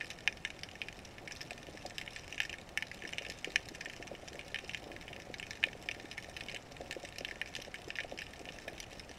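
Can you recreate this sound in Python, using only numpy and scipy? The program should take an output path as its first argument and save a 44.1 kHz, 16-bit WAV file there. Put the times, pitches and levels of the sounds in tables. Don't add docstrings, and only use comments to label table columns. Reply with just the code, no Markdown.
import sys
import numpy as np
from scipy import signal
from scipy.fft import rfft, irfft, next_fast_len
from scipy.io import wavfile
from scipy.ndimage import map_coordinates

SR = 44100
rng = np.random.default_rng(int(sys.argv[2]) if len(sys.argv) > 2 else 0)


def unload_wav(signal):
    wavfile.write(
        sys.argv[1],
        SR,
        np.round(np.clip(np.atleast_2d(signal).T, -1, 1) * 32767).astype(np.int16),
    )


N = 404838

# t/s, level/dB, treble lift/dB, upper against lower case modes/dB
NEAR_SNAPS = [(0.0101, -36.5, -18, -12.5), (0.103, -43, 12, 6), (0.113, -46.5, 8.5, -8),
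              (0.276, -25.5, -2, -0.5), (0.4499, -34.0, 2.5, 0.5), (0.474, -49, 2.5, -2),
              (0.5032, -45.5, 4, 2), (0.634, -40.5, 13.5, -7.5), (0.8168, -36.0, -0.5, 4.5),
              (0.885, -42.0, -1, 2), (1.0494, -50, 13, -4), (1.2755, -43.5, 0, -4),
              (1.3113, -44.5, 3, -1.5), (1.3214, -45, 16.5, -3), (1.362, -51.5, 24, 0), (1.413, -42, 10, 0),
              (1.5077, -41.5, 2, 0), (1.8623, -46.5, 35, 4), (1.9822, -37.5, 14.5, -2),
              (2.0142, -43, 2, -1), (2.077, -42, -5, 2), (2.1619, -42.5, 5.5, -3), (2.3254, -42, 7, 10),
              (2.3796, -40.5, 0, 6), (2.4028, -29.0, -1, 0), (2.4168, -48, 20, 3), (2.4316, -42, 2, 0),
              (2.4513, -42.5, 4, -8), (2.495, -41.5, 3.5, 8), (2.5287, -42, 4, 7), (2.5396, -44, 4, -8),
              (2.7745, -30.5, 2, -6), (2.8242, -35.5, 1, -3), (2.9147, -43, 3, -9.5),
              (3.0219, -45.5, -1, -5), (3.0514, -41.0, 6.5, -23), (3.075, -47, 16, 11), (3.1332, -40, 0, 4),
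              (3.183, -35.5, 5.5, 10), (3.251, -45.5, -14, -0.5), (3.2645, -45, 6, 7),
              (3.2995, -41.5, 14, -2), (3.4452, -36.0, 7, 7.5), (3.5592, -25, 1.5, -1),
              (3.6868, -45.5, 21, -11.5), (3.749, -48, 9, 2.5), (3.8095, -42, 6, -11),
              (3.858, -40, 1, -5.5), (3.8983, -45.0, 2, 0), (4.0254, -45, 4, 4), (4.2838, -46.5, 10, 2),
              (4.3923, -43, 3, 11), (4.5444, -36, 1.5, 0), (4.559, -38, -4, 1), (4.5873, -43.5, 3, 5),
              (4.6945, -40, 0, 6), (4.7349, -47, 5.5, -3), (4.7465, -36, -1, 8), (4.964, -46.5, 4, -8),
              (5.08, -46, 4, 2), (5.1316, -48, -1.5, 14), (5.341, -41.5, 4, -7), (5.398, -41.5, 6, 8),
              (5.4278, -41.5, 2, 2), (5.508, -40.5, 12.5, -5), (5.6293, -39.5, -5, -8),
              (5.6387, -24.5, -5, 7.5), (5.8876, -34, -1, 2.5), (5.913, -39, 5, 9), (6.1137, -44, 10, 8),
              (6.179, -38.5, 5.5, -8.5), (6.366, -41.5, 8, 3), (6.4081, -41.5, 5, 8), (6.4848, -42.5, 3, 6),
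              (6.4952, -44, 4, -3), (6.5455, -45, 14.5, 6), (6.5623, -42, 1, 6), (6.9103, -39.5, 7.5, 4),
              (6.926, -43, 10.5, -4), (7.0494, -44.5, 11.5, -7), (7.184, -41.5, 15, -1),
              (7.2484, -36.5, 3, 6.5), (7.286, -45, -1, 2), (7.311, -41, 5, -16), (7.415, -34, -0.5, -3.5),
              (7.552, -40, 12, 7), (7.5641, -41, 12, -4.5), (7.6197, -47, 17, 17), (7.7423, -41.0, 6, -14),
              (7.9041, -39, -3, 2), (7.9552, -44, -1, 8), (7.9866, -34.5, -10, -15),
              (8.0032, -38.5, 2.5, 2), (8.1883, -40.5, 5, 4.5), (8.2183, -41.5, 6.5, 4),
              (8.4887, -43.5, -13, 12.5), (8.6812, -42.5, 11, -11), (8.802, -42, 19, 2),
              (8.9955, -47, 29, -5)]
# t/s, crackle level/dB
COLONY_ACTIVITY = [(0.0, -54), (0.33, -61.5), (2.07, -57), (2.17, -54), (2.76, -63.5), (2.96, -55.5),
                   (4.34, -59.5), (4.73, -56), (5.01, -60.5), (6.26, -55.5), (6.62, -59), (8.54, -56.5),
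                   (9.18, -58.5)]
# f/Hz, relative level/dB
GURGLE_COLOUR = [(120, -13), (260, 1.5), (330, 1), (470, -2), (570, 3), (625, -3.5), (710, 3.5), (820, -4),
                 (1000, -12.5), (1400, -36)]


def amp(db):
    return 10 ** (np.asarray(db) / 20)


def unit(x):
    return x / np.sqrt(np.mean(x ** 2) + 1e-20)


def along(points, hz):
    f, value = np.transpose(points)
    return np.interp(np.log(hz + 1), np.log(f + 1), value)


def curve(rows):
    return np.interp(np.arange(N) / SR, *np.transpose(rows))


def filtered(x, response):
    size = next_fast_len(len(x) + SR // 2)
    spectrum = rfft(x, size) * response(np.fft.rfftfreq(size, 1 / SR))
    return irfft(spectrum, size)[:len(x)]


def gurgle_coloured(x):
    return filtered(x, lambda hz: amp(along(GURGLE_COLOUR, hz)))


def noise(spectrum):
    return unit(filtered(rng.standard_normal(N), lambda hz: amp(along(spectrum, hz))))


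def add(track, s, sound):
    start = int(np.clip(round(s * SR), 0, N - 1))
    track[start:start + len(sound)] += sound[:N - start]


def case_ring(treble_db, lean_db, ripple_db, split_hz=3900, middle_hz=2350, reach_hz=520,
              ripple_hz=1300, smear_t60=0.0043, size=2048):
    # f/Hz, level/dB
    case_response = [(100, -22), (400, -38), (800, -5.5), (1100, -19.5), (1500, -12.5), (1660, 1),
                     (2000, 1), (2750, 5.5), (3150, 3), (4300, -12.5), (5600, -9.5), (7000, -17.5),
                     (9500, -26.5), (13500, -33), (16000, -71)]
    # f/Hz, width/Hz, level/dB
    case_modes = [(1395, 69, 7.5), (1800, 204, 9.5), (1904, 54, -7.5), (2243, 190, 6), (2329, 31, -9),
                  (2450, 44, 6), (3326, 115, -18), (3700, 510, 0.5), (4594, 150, -9.5), (5200, 540, 2.5),
                  (6590, 135, -16.5), (11500, 330, -5.5)]
    hz, t = np.fft.rfftfreq(size, 1 / SR), np.arange(size) / SR
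    db = along(case_response, hz)
    db += sum(gain / (1 + (2 * (hz - f) / width) ** 2) for f, width, gain in case_modes)
    offset = (hz - middle_hz) / reach_hz
    db += lean_db / 2 * offset * np.exp((1 - offset ** 2) / 2)
    ripple = map_coordinates(rng.standard_normal(size), [hz / ripple_hz])
    db += ripple_db * ripple * np.clip(2 * hz / split_hz - 2, 0, 1)
    cepstrum = irfft(np.log(amp(db)))
    cepstrum[1:size // 2] *= 2
    cepstrum[size // 2 + 1:] = 0
    ring = irfft(np.exp(rfft(cepstrum)))
    smear = rng.standard_normal(size) * amp(-60 * t / smear_t60)
    smeared = signal.fftconvolve(ring, smear / np.linalg.norm(smear))[:size]
    body = signal.lfilter(*signal.butter(4, split_hz, fs=SR), ring)
    treble = signal.lfilter(*signal.butter(6, split_hz, "high", fs=SR), smeared)
    return body + amp(treble_db) * treble


def arrival(scatter_db, pile_t60=.016, tail_db=-16, tail_t60=0.11, echo_db=3, echo_rate=450, rise=0.00068):
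    t = np.arange(SR // 12) / SR
    echoes = amp(echo_db * map_coordinates(rng.standard_normal(len(t)), [t * echo_rate]))
    decay = amp(-60 * t / pile_t60) + amp(tail_db - 60 * t / tail_t60)
    onset = 1 - np.exp(-t / rise)
    path = rng.standard_normal(len(t)) * echoes * decay * onset
    path *= amp(scatter_db) / np.linalg.norm(path)
    path[0] += 1
    return path


def snap(db, treble_db, lean_db, scatter_db, level_s=0.012):
    sound = signal.fftconvolve(arrival(scatter_db), case_ring(treble_db, lean_db, ripple_db=3.0))
    return amp(db) * sound / np.sqrt(np.mean(sound[:round(level_s * SR)] ** 2))


def lesser_snap(small, lean, level_db=-48, range_db=6, treble_db=4, brighter_db=15, lean_db=6, scatter_db=-4):
    treble = treble_db + brighter_db * small ** 2
    return snap(level_db - range_db * small, treble, lean_db * (2 * lean - 1), scatter_db)


def crackle(per_second, spread_db, treble_db, scatter_db, ripple_db, lean_db=6, colour_db=4, count=45):
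    spots = []
    for bright, lean in rng.standard_normal((count, 2)):
        ring = case_ring(treble_db + colour_db * bright, lean_db * lean, ripple_db)
        spots.append(unit(signal.fftconvolve(arrival(scatter_db), ring)))
    track = np.zeros(N)
    for when, spot, weakness in rng.random((int(per_second * N / SR), 3)):
        strength_db = -spread_db * np.log(weakness + 0.032)
        add(track, when * N / SR, amp(strength_db) * spots[int(spot * count)])
    return unit(track)


def far_shrimp(bed_db=-3.0, ticks_db=-9.5):
    bed = crackle(per_second=190, spread_db=3.5, treble_db=9.5, scatter_db=3, ripple_db=2.5)
    ticks = crackle(per_second=60, spread_db=4, treble_db=19, scatter_db=-6, ripple_db=5.5)
    return amp(curve(COLONY_ACTIVITY)) * (amp(bed_db) * bed + amp(ticks_db) * ticks)


def gurgling(per_second=140, spread_db=1.0, level_db=-3.0, surge_db=2.5, surge_rate=9):
    # t/s, level/dB
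    churning = [(0.0, -58), (4.73, -56), (4.94, -52.5), (5.47, -56.5), (6.54, -55.5), (6.88, -55),
                (7.29, -58), (8.49, -55), (9.18, -57.5)]
    sizes = amp(spread_db * np.minimum(rng.standard_normal(N), 1)) * rng.choice([-1, 1], N)
    plops = sizes * (rng.random(N) < per_second / SR)
    surges = amp(surge_db * map_coordinates(rng.standard_normal(SR), [np.arange(N) / SR * surge_rate]))
    return amp(curve(churning) + level_db) * unit(surges * gurgle_coloured(plops))


def water(wash_db=-54.5, hiss_db=-64.0):
    # f/Hz, relative level per Hz/dB
    wash_spectrum = [(15, -2), (40, 2.5), (80, 2.5), (150, 1), (270, -4.5), (540, -5.5), (730, -5.5),
                     (950, -12), (1400, -13), (2500, -31), (6000, -63)]
    # f/Hz, relative level per Hz/dB
    hiss_spectrum = [(900, -31), (1500, -4.5), (1800, 3), (3000, -4.5), (4400, -7), (5400, -11),
                     (7000, -11), (10000, -17.5), (13500, -24), (16000, -58)]
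    return amp(wash_db) * noise(wash_spectrum) + amp(hiss_db) * noise(hiss_spectrum)


def near_shrimp(close_scatter_db=-7, scatter_grows=0.29, shadow_grows=0.44):
    track, loudest_db = np.zeros(N), np.max(np.array(NEAR_SNAPS)[:, 1])
    shadows = rng.random(len(NEAR_SNAPS)) ** 2
    for (s, db, treble_db, lean_db), shadow in zip(NEAR_SNAPS, shadows):
        scatter_db = close_scatter_db + (scatter_grows + shadow_grows * shadow) * (loudest_db - db)
        add(track, s, snap(db, treble_db, lean_db, scatter_db))
    return track


def flurries(share=0.5, wait_s=0.014, within_s=0.045, level_db=1):
    track = np.zeros(N)
    for (s, *_), (chance, when, small, lean) in zip(NEAR_SNAPS, rng.random((len(NEAR_SNAPS), 4))):
        follows = chance < share
        add(track, s + wait_s + within_s * when, follows * lesser_snap(small, lean))
    return amp(level_db) * track


def neighbour_shrimp(count=115):
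    track, busy = np.zeros(N), np.cumsum(amp(curve(COLONY_ACTIVITY)))
    for k, (when, small, lean) in enumerate(rng.random((count, 3))):
        s = np.searchsorted(busy, (k + when) / count * busy[-1]) / SR
        add(track, s, lesser_snap(small, lean))
    return track


def gulp(hz, cycles=0.93, glide=10, slosh=0.26, slosh_t60=0.077):
    t = np.arange(SR // 8) / SR - .02
    phase = hz * t * (1 + glide * t) + rng.random()
    swing = np.exp(-np.abs(t * hz / cycles) ** 1.8) * np.sin(2 * np.pi * phase)
    churn = unit(gurgle_coloured(rng.standard_normal(len(t))))
    after = amp(-60 * np.abs(t) / slosh_t60) / (1 + np.exp(-t * hz))
    return swing + slosh * churn * after


def lapping(peak_db=4.5, small_db=-47.0, spread_db=-0.5, small_hz=470, spread_hz=120, start_s=2.7, count=28):
    # t at the peak/s, level/dB, f at the peak/Hz
    clear_gulps = [(1.519, -42, 604), (1.688, -41.5, 566), (1.751, -43.5, 490.0), (1.854, -33.5, 704),
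                   (3.042, -44, 393), (3.214, -43.5, 550.0), (3.294, -44.5, 497), (3.476, -37.5, 456),
                   (3.495, -45, 464), (4.002, -39.5, 417), (4.117, -37, 600.0), (4.235, -44, 570.0),
                   (4.349, -43, 527), (4.87, -43, 440), (4.942, -47.5, 410.0), (5.302, -41.5, 444),
                   (5.674, -40.5, 554), (5.754, -44.5, 506), (5.968, -47.5, 366), (6.047, -43, 367),
                   (6.288, -43, 560.0), (6.543, -40.5, 554), (6.808, -37.5, 550.0), (6.82, -40, 510),
                   (6.967, -36.5, 414), (7.039, -40, 630.0), (7.211, -38.5, 540), (7.591, -43, 470.0),
                   (7.682, -41, 650.0), (7.88, -38.5, 397), (8.048, -39.5, 596), (8.124, -35, 630),
                   (8.68, -36, 650)]
    lesser = []
    for when, size, pitch in rng.random((count, 3)):
        s = start_s + when * (N / SR - start_s)
        lesser.append((s, small_db + spread_db * (2 * size - 1), small_hz + spread_hz * (2 * pitch - 1)))
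    track = np.zeros(N)
    for s, db, hz in list(clear_gulps) + lesser:
        add(track, s - .02, amp(db) * gulp(hz))
    return amp(peak_db) * gurgle_coloured(track)


def scene():
    shrimp = far_shrimp() + near_shrimp() + flurries() + neighbour_shrimp()
    return (shrimp + gurgling() + water() + lapping())[None]


def record(dry, top_hz=15800):
    return filtered(dry[0], lambda hz: hz < top_hz)[None]


dry = scene()
out = record(dry)
unload_wav(out)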